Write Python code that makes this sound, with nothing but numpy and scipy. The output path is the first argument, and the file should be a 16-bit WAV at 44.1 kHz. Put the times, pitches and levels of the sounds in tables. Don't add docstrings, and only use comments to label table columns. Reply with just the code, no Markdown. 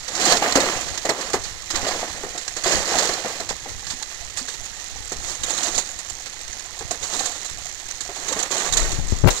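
import sys
import numpy as np
from scipy import signal
from scipy.fft import rfft, irfft
from scipy.io import wavfile

SR = 44100
rng = np.random.default_rng(int(sys.argv[2]) if len(sys.argv) > 2 else 0)


def generate_wav(sig):
    pcm = np.round(np.clip(np.atleast_2d(sig).T, -1, 1) * 32767).astype(np.int16)
    wavfile.write(sys.argv[1], SR, pcm)


N = 414540
TIME, FREQ = np.arange(N) / SR, np.maximum(np.arange(N // 2 + 1) * SR / N, 1)


def undb(db):
    return 10 ** (np.asarray(db) / 20)


def across(points):
    hz, value = np.transpose(points)
    return np.interp(np.log(FREQ), np.log(hz), value)


def colour(x, points):
    y = irfft(rfft(x) * undb(across(points)), N)
    return y / y.std()


def resonances(modes):
    return undb(sum(db / (1 + (2 * (FREQ - hz) / width) ** 2) for hz, width, db in modes))


def add(out, s, sound):
    start = max(int(s * SR), 0)
    out[..., start:start + sound.shape[-1]] += sound[..., :max(N - start, 0)]


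def impacts(rate, spread_db):
    out, size = np.zeros(N), rng.exponential(size=N)
    hit = rng.random(N) < rate / SR
    out[hit] = undb(spread_db * np.minimum(size[hit], 4))
    return out


def grains(rate, spread_db):
    return impacts(rate, spread_db) * rng.standard_normal((2, N))


def surges(rate, spread_db, fade_s, depth):
    power = signal.lfilter([1], [1, -np.exp(-1 / (fade_s * SR))], impacts(rate, spread_db) ** 2)
    return np.sqrt(1 - depth + depth * power / power.mean())


def bursts(rows, rise_s, hold_s):
    power, t = np.zeros(N), TIME[:SR // 2]
    attack = 1 - np.exp(-t / rise_s)
    for s, db, t60 in rows:
        add(power, s, (attack * undb(db - 60 * np.maximum(t - hold_s, 0) / t60)) ** 2)
    return np.sqrt(power)


def swell(s, build_s, hold_s, t60):
    gain, age = np.zeros(N), TIME[TIME < build_s + hold_s + t60]
    fade_db = -60 * np.maximum(age - build_s - hold_s, 0) / t60
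    add(gain, s, np.clip(age / build_s, 0, 1) ** 1.6 * undb(fade_db))
    return gain


def bubble(hz, cycles, glide):
    age = np.arange(int(SR * cycles / hz) + 2) * hz / SR / cycles
    return np.sin(2 * np.pi * cycles * age * (1 + glide * age / 2)) * np.exp(-np.log(100) * age)


def bubbles(low_hz, high_hz, cycles, spread_db, count):
    out = np.zeros((2, N))
    for when, pitch, faintness, side in rng.random((count, 4)):
        ring = bubble(low_hz * (high_hz / low_hz) ** pitch, cycles, glide=0.16)
        gain = undb(-spread_db * np.log(max(faintness, .02)))
        add(out, when * N / SR, gain * np.outer([1, 2 * side - 1], ring))
    return out / out.std()


# time in seconds, share of the turn from 0 to 1.
MIC_SWING = [(3.6, 0.14), (4.8, 1)]

def turn():
    return np.interp(TIME, *np.transpose(MIC_SWING))


# frequency in Hz, relative level in dB.
FIZZ_SPECTRUM = [(110, -30), (180, -10), (572, -5.5), (771, -7), (1000, -7), (1540, -8.5), (1920, -5),
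                 (2270, -6.5), (3620, -6), (4880, -6.5), (6820, -1), (9370, -18), (15500, -29.5)]

def stream(churn_level):
    fizz = colour(grains(rate=9000, spread_db=-1), FIZZ_SPECTRUM)
    wavelets = surges(rate=130, spread_db=2.5, fade_s=0.008, depth=0.42)
    burble = undb(-15) * bubbles(low_hz=650, high_hz=2300, cycles=18, spread_db=2, count=600)
    spray = undb(-9) * bubbles(low_hz=5900, high_hz=7400, cycles=32, spread_db=2.5, count=900)
    spray *= undb(3 * turn())
    settle_s = 0.12
    keep = np.exp(-1 / (settle_s * SR))
    stirred = signal.lfilter([1 - keep], [1, -keep], churn_level)
    flow = np.hypot(undb(-35), undb(-6.5) * stirred)
    return flow * (undb(0.08) * fizz * wavelets + burble + spray)


# start in seconds, level in dB.
BREEZE_PUFFS = [(0.3, -37), (0.53, -39), (0.72, -39), (0.84, -33), (1.33, -33), (1.5, -38), (1.71, -34),
                (1.88, -39), (2.1, -37), (2.72, -30), (3.44, -37), (3.68, -33), (3.82, -38), (4.19, -38),
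                (4.56, -39), (4.9, -37), (5.12, -34), (5.38, -35), (5.7, -39), (6.79, -37), (6.95, -40),
                (7.49, -34)]

def breeze():
    rumble = colour(rng.standard_normal((2, N)),
                    [(8, 4.5), (25, -2), (60, -4), (110, -8), (200, -21), (500, -29), (2000, -80)])
    flutter = np.array([surges(rate=14, spread_db=-1, fade_s=0.01, depth=0.53) for _ in range(2)])
    puff_power = sum((undb(db) * swell(s, build_s=0.025, hold_s=0.04, t60=0.5)) ** 2
                     for s, db in BREEZE_PUFFS)
    return rumble * flutter * np.sqrt(undb(-45) ** 2 + puff_power)


# start, build-up, hold and t60 in seconds,
# then relative levels of grit and of churned water in dB.
GRAVEL_LOADS = [(0.05, 0.28, 0.0, 0.24, -15, -17.5), (0.39, 0.04, 0.05, 0.45, -27, -19.5),
                (0.52, 0.06, 0.15, 0.5, -28, -24), (0.75, 0.06, 0.15, 0.8, -36, -39),
                (1.09, 0.1, 0.06, 1.1, -33.5, -33), (1.71, 0.04, 0.17, 1.4, -29.5, -28.5),
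                (2.62, 0.04, 0.08, 0.85, -20, -23), (2.8, 0.14, 0.08, 1.15, -23.5, -23.5),
                (3.23, 0.02, 0.07, 0.3, -40, -31), (5.15, 0.14, 0.01, 0.45, -27.5, -38),
                (5.36, 0.15, 0.19, 0.75, -27, -32.5), (6.99, 0.045, 0.01, 0.3, -26.5, -33),
                (7.06, 0.07, 0.14, 0.7, -28.5, -34), (8.1, 0.07, 0.0, 0.3, -32, -37),
                (8.15, 0.14, 0.17, 0.2, -33, -31), (8.49, 0.025, 0.16, 0.35, -27, -28.5),
                (8.72, 0.05, 0.03, 0.8, -25.5, -28), (9.29, 0.02, 0.07, 0.4, -28, -44)]

def loads():
    power = sum(np.outer(undb([grit_db, churn_db]), swell(*shape)) ** 2
                for *shape, grit_db, churn_db in GRAVEL_LOADS)
    return np.sqrt(power)


# frequency in Hz, relative level in dB.
GRIT_FACING = [(530, -39), (900, -5.5), (1210, -4.5), (1400, -4.5), (1770, -2.5), (2570, -7), (3300, -5),
               (3670, -7), (4180, -1.5), (5700, -1), (7060, 3.5), (10100, -21.5), (14600, -26),
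               (15500, -35)]
GRIT_DOWNSTREAM = [(410, -32), (700, -17), (757, -11), (900, -8.5), (1220, -9), (1600, -10), (2000, -11.5),
                   (2990, -10.5), (3270, -10), (3870, -6), (5290, -8), (6760, 4), (7250, 2), (9350, -16),
                   (15500, -31.5)]

def wet_grit():
    contacts = grains(rate=14000, spread_db=1)
    rings = bubbles(low_hz=2870, high_hz=9200, cycles=44, spread_db=1, count=3000)
    grit = contacts / contacts.std() + undb(-10) * rings
    return (1 - turn()) * colour(grit, GRIT_FACING) + turn() * colour(grit, GRIT_DOWNSTREAM)


# frequency in Hz, relative level in dB.
CHURN_SPECTRUM = [(70, -24), (130, -9), (200, -3), (300, -6.5), (400, -5), (550, 0), (800, -2.5),
                  (1200, -3.5), (1900, -6.5), (3000, -7.5), (6000, -29)]

def churned_water():
    gurgle = bubbles(low_hz=260.3, high_hz=2207, cycles=16.2, spread_db=1.5, count=2000)
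    splash = grains(rate=4300, spread_db=1.8)
    return undb(-1.5) * colour(splash, CHURN_SPECTRUM) + undb(-5) * colour(gurgle, CHURN_SPECTRUM)


# start in seconds, relative level in dB, t60 in seconds.
HEAP_CRUNCHES = [(0.0792, -20, 0.09), (0.1494, -18.5, 0.08), (0.2538, -12, 0.12), (0.3686, -11.5, 0.05),
                 (0.5217, -13, 0.03), (0.5536, -6.5, 0.1), (0.602, -13, 0.045), (0.8106, -20, 0.052),
                 (0.8824, -21, 0.068), (0.9747, -16, 0.036), (1.052, -15, 0.059), (1.092, -11, 0.08),
                 (1.21, -21, 0.08), (1.332, -13, 0.09), (1.437, -24, 0.3), (1.702, -14.5, 0.099),
                 (1.756, -14.5, 0.09), (1.8813, -15, 0.053), (2.377, -21, 0.1), (2.478, -15, 0.032),
                 (2.5636, -19.5, 0.17), (2.6364, -16, 0.082), (2.715, -15, 0.12), (2.875, -19, 0.16),
                 (2.984, -11, 0.12), (3.052, -15, 0.1), (3.136, -19, 0.074), (3.3992, -21.5, 0.052),
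                 (3.489, -17, 0.13), (3.8677, -23.5, 0.12), (3.8985, -22, 0.22), (4.0243, -17, 0.032),
                 (4.371, -18, 0.22), (4.4817, -22, 0.2), (5.118, -20, 0.07), (5.433, -14, 0.08),
                 (5.496, -17.5, 0.12), (5.631, -17, 0.2), (5.749, -16, 0.11), (5.778, -10, 0.11),
                 (5.988, -23, 0.07), (6.0965, -22, 0.052), (6.789, -24, 0.08), (6.9088, -17, 0.11),
                 (7.1914, -16, 0.08), (7.256, -16, 0.11), (7.4463, -23, 0.14), (8.006, -19.5, 0.09),
                 (8.2816, -17.5, 0.1), (8.324, -15.5, 0.059), (8.3888, -15.5, 0.097),
                 (8.4274, -14.5, 0.045), (8.511, -15.5, 0.13), (8.7231, -13, 0.08), (8.7345, -12, 0.059),
                 (8.7693, -8.5, 0.09), (8.917, -19, 0.07), (9.3033, -16, 0.059)]

def gravel(grit_level, churn_level):
    tumble = surges(rate=240, spread_db=2.0, fade_s=0.0066, depth=0.5)
    crunch = bursts(HEAP_CRUNCHES, rise_s=0.001, hold_s=0.0045)
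    grit, churn = wet_grit(), churned_water()
    patter = surges(rate=130, spread_db=3.3, fade_s=0.0038, depth=0.2)
    grit_gain = np.hypot(undb(0.3) * grit_level * tumble * patter, undb(-3.5) * crunch)
    churn_gain = np.hypot(undb(-0.1) * churn_level * tumble, undb(-19.5) * crunch)
    return grit * grit_gain + churn * churn_gain


# frequency in Hz, width in Hz, boost in dB.
BOX_MODES = [(702, 290, 2), (1130, 120, 3)]

def sluice_box(feed):
    return rfft(feed) * resonances(BOX_MODES)


# start in seconds, relative level in dB,
# pitch of the trapped air in Hz, t60 of the slap in seconds.
CLOD_DROPS = [(0.327, -11.5, 713, 0.25), (0.421, -10.5, 820, 0.06), (0.554, -6, 274, 0.15),
              (0.571, -8.5, 524, 0.2), (1.05, -14, 616, 0.14), (1.089, -11, 656, 0.25),
              (1.336, -10.5, 407, 0.17), (1.932, -24, 520, 0.2), (2.027, -20, 640, 0.11),
              (2.233, -22, 405, 0.25), (2.349, -26, 676, 0.2), (2.565, -27, 600, 0.25),
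              (2.658, -13.5, 370, 0.092), (3.093, -17, 530, 0.11), (3.246, -17, 664, 0.12),
              (3.4, -20, 670, 0.15), (3.506, -19.5, 786, 0.098), (3.658, -24.5, 770, 0.2),
              (5.117, -21.5, 392, 0.16), (5.786, -23, 970, 0.12), (6.807, -24, 463, 0.13),
              (6.907, -20, 680, 0.2), (7.204, -19.5, 778, 0.071), (8.091, -24, 410, 0.18),
              (8.363, -19, 436, 0.071)]
# frequency in Hz, relative level in dB.
SLAP_SPECTRUM = [(60, -13), (130, -12.5), (250, -2), (480, 2.5), (900, -4), (1400, -7.5), (2200, -10.5),
                 (5000, -33)]

def clods():
    slap_gain = bursts([(s, db, t60) for s, db, _, t60 in CLOD_DROPS], rise_s=0.00052, hold_s=0.0013)
    slaps = slap_gain * colour(grains(rate=4000, spread_db=2.5), SLAP_SPECTRUM)
    plops = np.zeros(N)
    for s, db, hz, _ in CLOD_DROPS:
        add(plops, s + 0.00303, undb(db) * bubble(hz, cycles=21, glide=0.027))
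    return undb(-6) * slaps + undb(-3) * plops


# start in seconds, relative level in dB, pitch in Hz.
RIFFLE_GULPS = [(3.934, -31.5, 253), (4.016, -29, 859), (4.394, -24, 1410), (4.413, -27.5, 254),
                (4.485, -24.5, 1610), (4.959, -31, 778), (7.144, -22, 970), (7.299, -26, 730)]

def gulps():
    out = np.zeros(N)
    for s, db, hz in RIFFLE_GULPS:
        add(out, s, undb(db - 0.5) * bubble(hz, cycles=24, glide=.06))
    return out


# start in seconds, relative level in dB.
DROPS = [(5.89, -25), (6.5292, -22.5), (6.5953, -23.5), (7.6675, -22), (7.9097, -22), (9.084, -23.5),
         (9.1866, -22)]

def droplets(bubble_hz=6650, scatter=0.04):
    tick_gain = bursts([(s, db, .035) for s, db in DROPS], rise_s=0.00041, hold_s=0.0009)
    plinks = np.zeros(N)
    for (s, db), detune in zip(DROPS, rng.standard_normal(len(DROPS))):
        add(plinks, s, undb(db) * bubble(bubble_hz * (1 + scatter * detune), cycles=150, glide=0.1))
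    ticks = tick_gain * colour(rng.standard_normal((2, N)), GRIT_FACING)
    return undb(-5.5) * ticks + undb(2) * plinks


# start, build-up, hold and t60 in seconds, drive in dB.
LEFT_GUSTS = [(8.67, 0.06, 0.53, 0.22, -20.5), (9.232, 0.011, 0.028, 0.1, 1.5)]
# start in seconds, drive in dB, the diaphragm's swing in Hz.
LEFT_EDDIES = [(8.93, -13, 80), (8.985, -11, 70), (9.123, -3, 60), (9.239, 9, 95)]

def gust(breakup_s=9.271, limit=.66):
    rumble = colour(rng.standard_normal(N), [(6, -10), (18, -6), (32, 2.5), (60, -16), (130, -23.5),
                                             (400, -32), (1500, -50), (6000, -90)])
    buffet = colour(rng.standard_normal(N),
                    [(30, -7), (95, 2.5), (200, -11.5), (450, -19), (1000, -31), (4000, -72)])
    hiss = colour(rng.standard_normal(N),
                  [(100, -10), (450, 4), (900, 0), (2500, -7), (5000, -17), (10000, -24), (15000, -22)])
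    force = sum(undb(db) * swell(*shape) for *shape, db in LEFT_GUSTS)
    crackle = undb(-7.5) * swell(breakup_s, build_s=.002, hold_s=.018, t60=.02)
    tail = undb(-22) * swell(breakup_s, build_s=.002, hold_s=.018, t60=.4)
    eddies = bursts([(s, db, .07) for s, db, _ in LEFT_EDDIES], rise_s=0.0004, hold_s=0.0025)
    turbulence = force ** 2 + undb(-5) * eddies
    push = rumble * force + undb(-1.5) * buffet * turbulence + hiss * (crackle + tail)
    t = TIME[:SR // 10]
    for s, db, hz in LEFT_EDDIES:
        add(push, s, -undb(db) * np.sin(2 * np.pi * hz * t) * np.exp(-t / 0.0084))
    return np.outer([1, 0], limit * np.tanh(push / limit))


# delay in seconds, level against the direct sound in dB.
NEAR_ECHOES = [(.0024, -21.5), (.0059, -18.5)]
# frequency in Hz, width in Hz, boost in dB.
RIGHT_PORT_MODES = [(726, 60, 6), (1890, 320, 4.5), (4210, 670, 3.5), (7260, 300, 0.5)]
# frequency in Hz, level against the right in dB.
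LEFT_SHADE = [(150, 0.6), (500, 2), (900, -2), (1400, -6), (2000, -9), (2900, -7), (4200, -17), (7000, -22),
              (10000, -7), (15000, -6)]
# frequency in Hz, coherence from 0 to 1.
PORT_COHERENCE = [(100, 0.97), (250, 0.94), (700, 0.73), (1100, 0.22), (2000, 0.15), (3500, 0.38),
                  (12000, 0.032)]

def ports(spectrum, bend_hz=850, lead_s=.00026):
    echoes = sum(undb(db) * np.exp(-2j * np.pi * FREQ * s) for s, db in NEAR_ECHOES)
    direct, scattered = spectrum * (1 + echoes)
    alike, shade = across(PORT_COHERENCE), undb(across(LEFT_SHADE))
    early = np.exp(2j * np.pi * np.maximum(FREQ - bend_hz, 0) * lead_s)
    left = shade * early * (np.sqrt(alike) * direct + np.sqrt(1 - alike) * scattered)
    right = resonances(RIGHT_PORT_MODES) * direct
    mean = np.sqrt(1 + shade ** 2 + 2 * shade * np.sqrt(alike) * early.real * (FREQ < 2 * bend_hz)) / 2
    return undb(-3.5) * irfft(np.array([left, right]) / mean, N)


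def lean(pair, left_db):
    left, right = pair
    return np.array([left * undb(.7 * left_db), right * undb(-.3 * left_db)])


def scene():
    grit_level, churn_level = loads()
    water = stream(churn_level) + droplets() + gulps()
    current = lean(ports(rfft(water)), left_db=-3)
    box_spectrum = sluice_box(gravel(grit_level, churn_level) + clods())
    feed = lean(ports(box_spectrum), left_db=2 - 4 * turn())
    return undb(-1.44) * current + undb(-0.34) * feed + breeze() + gust()


def record(dry):
    ceiling, top_hz = .9, 15600
    lowpass = signal.ellip(10, .2, 80, top_hz, fs=SR, output="sos")
    return signal.sosfilt(lowpass, ceiling * np.tanh(dry / ceiling))


dry = scene()
out = record(dry)
generate_wav(out)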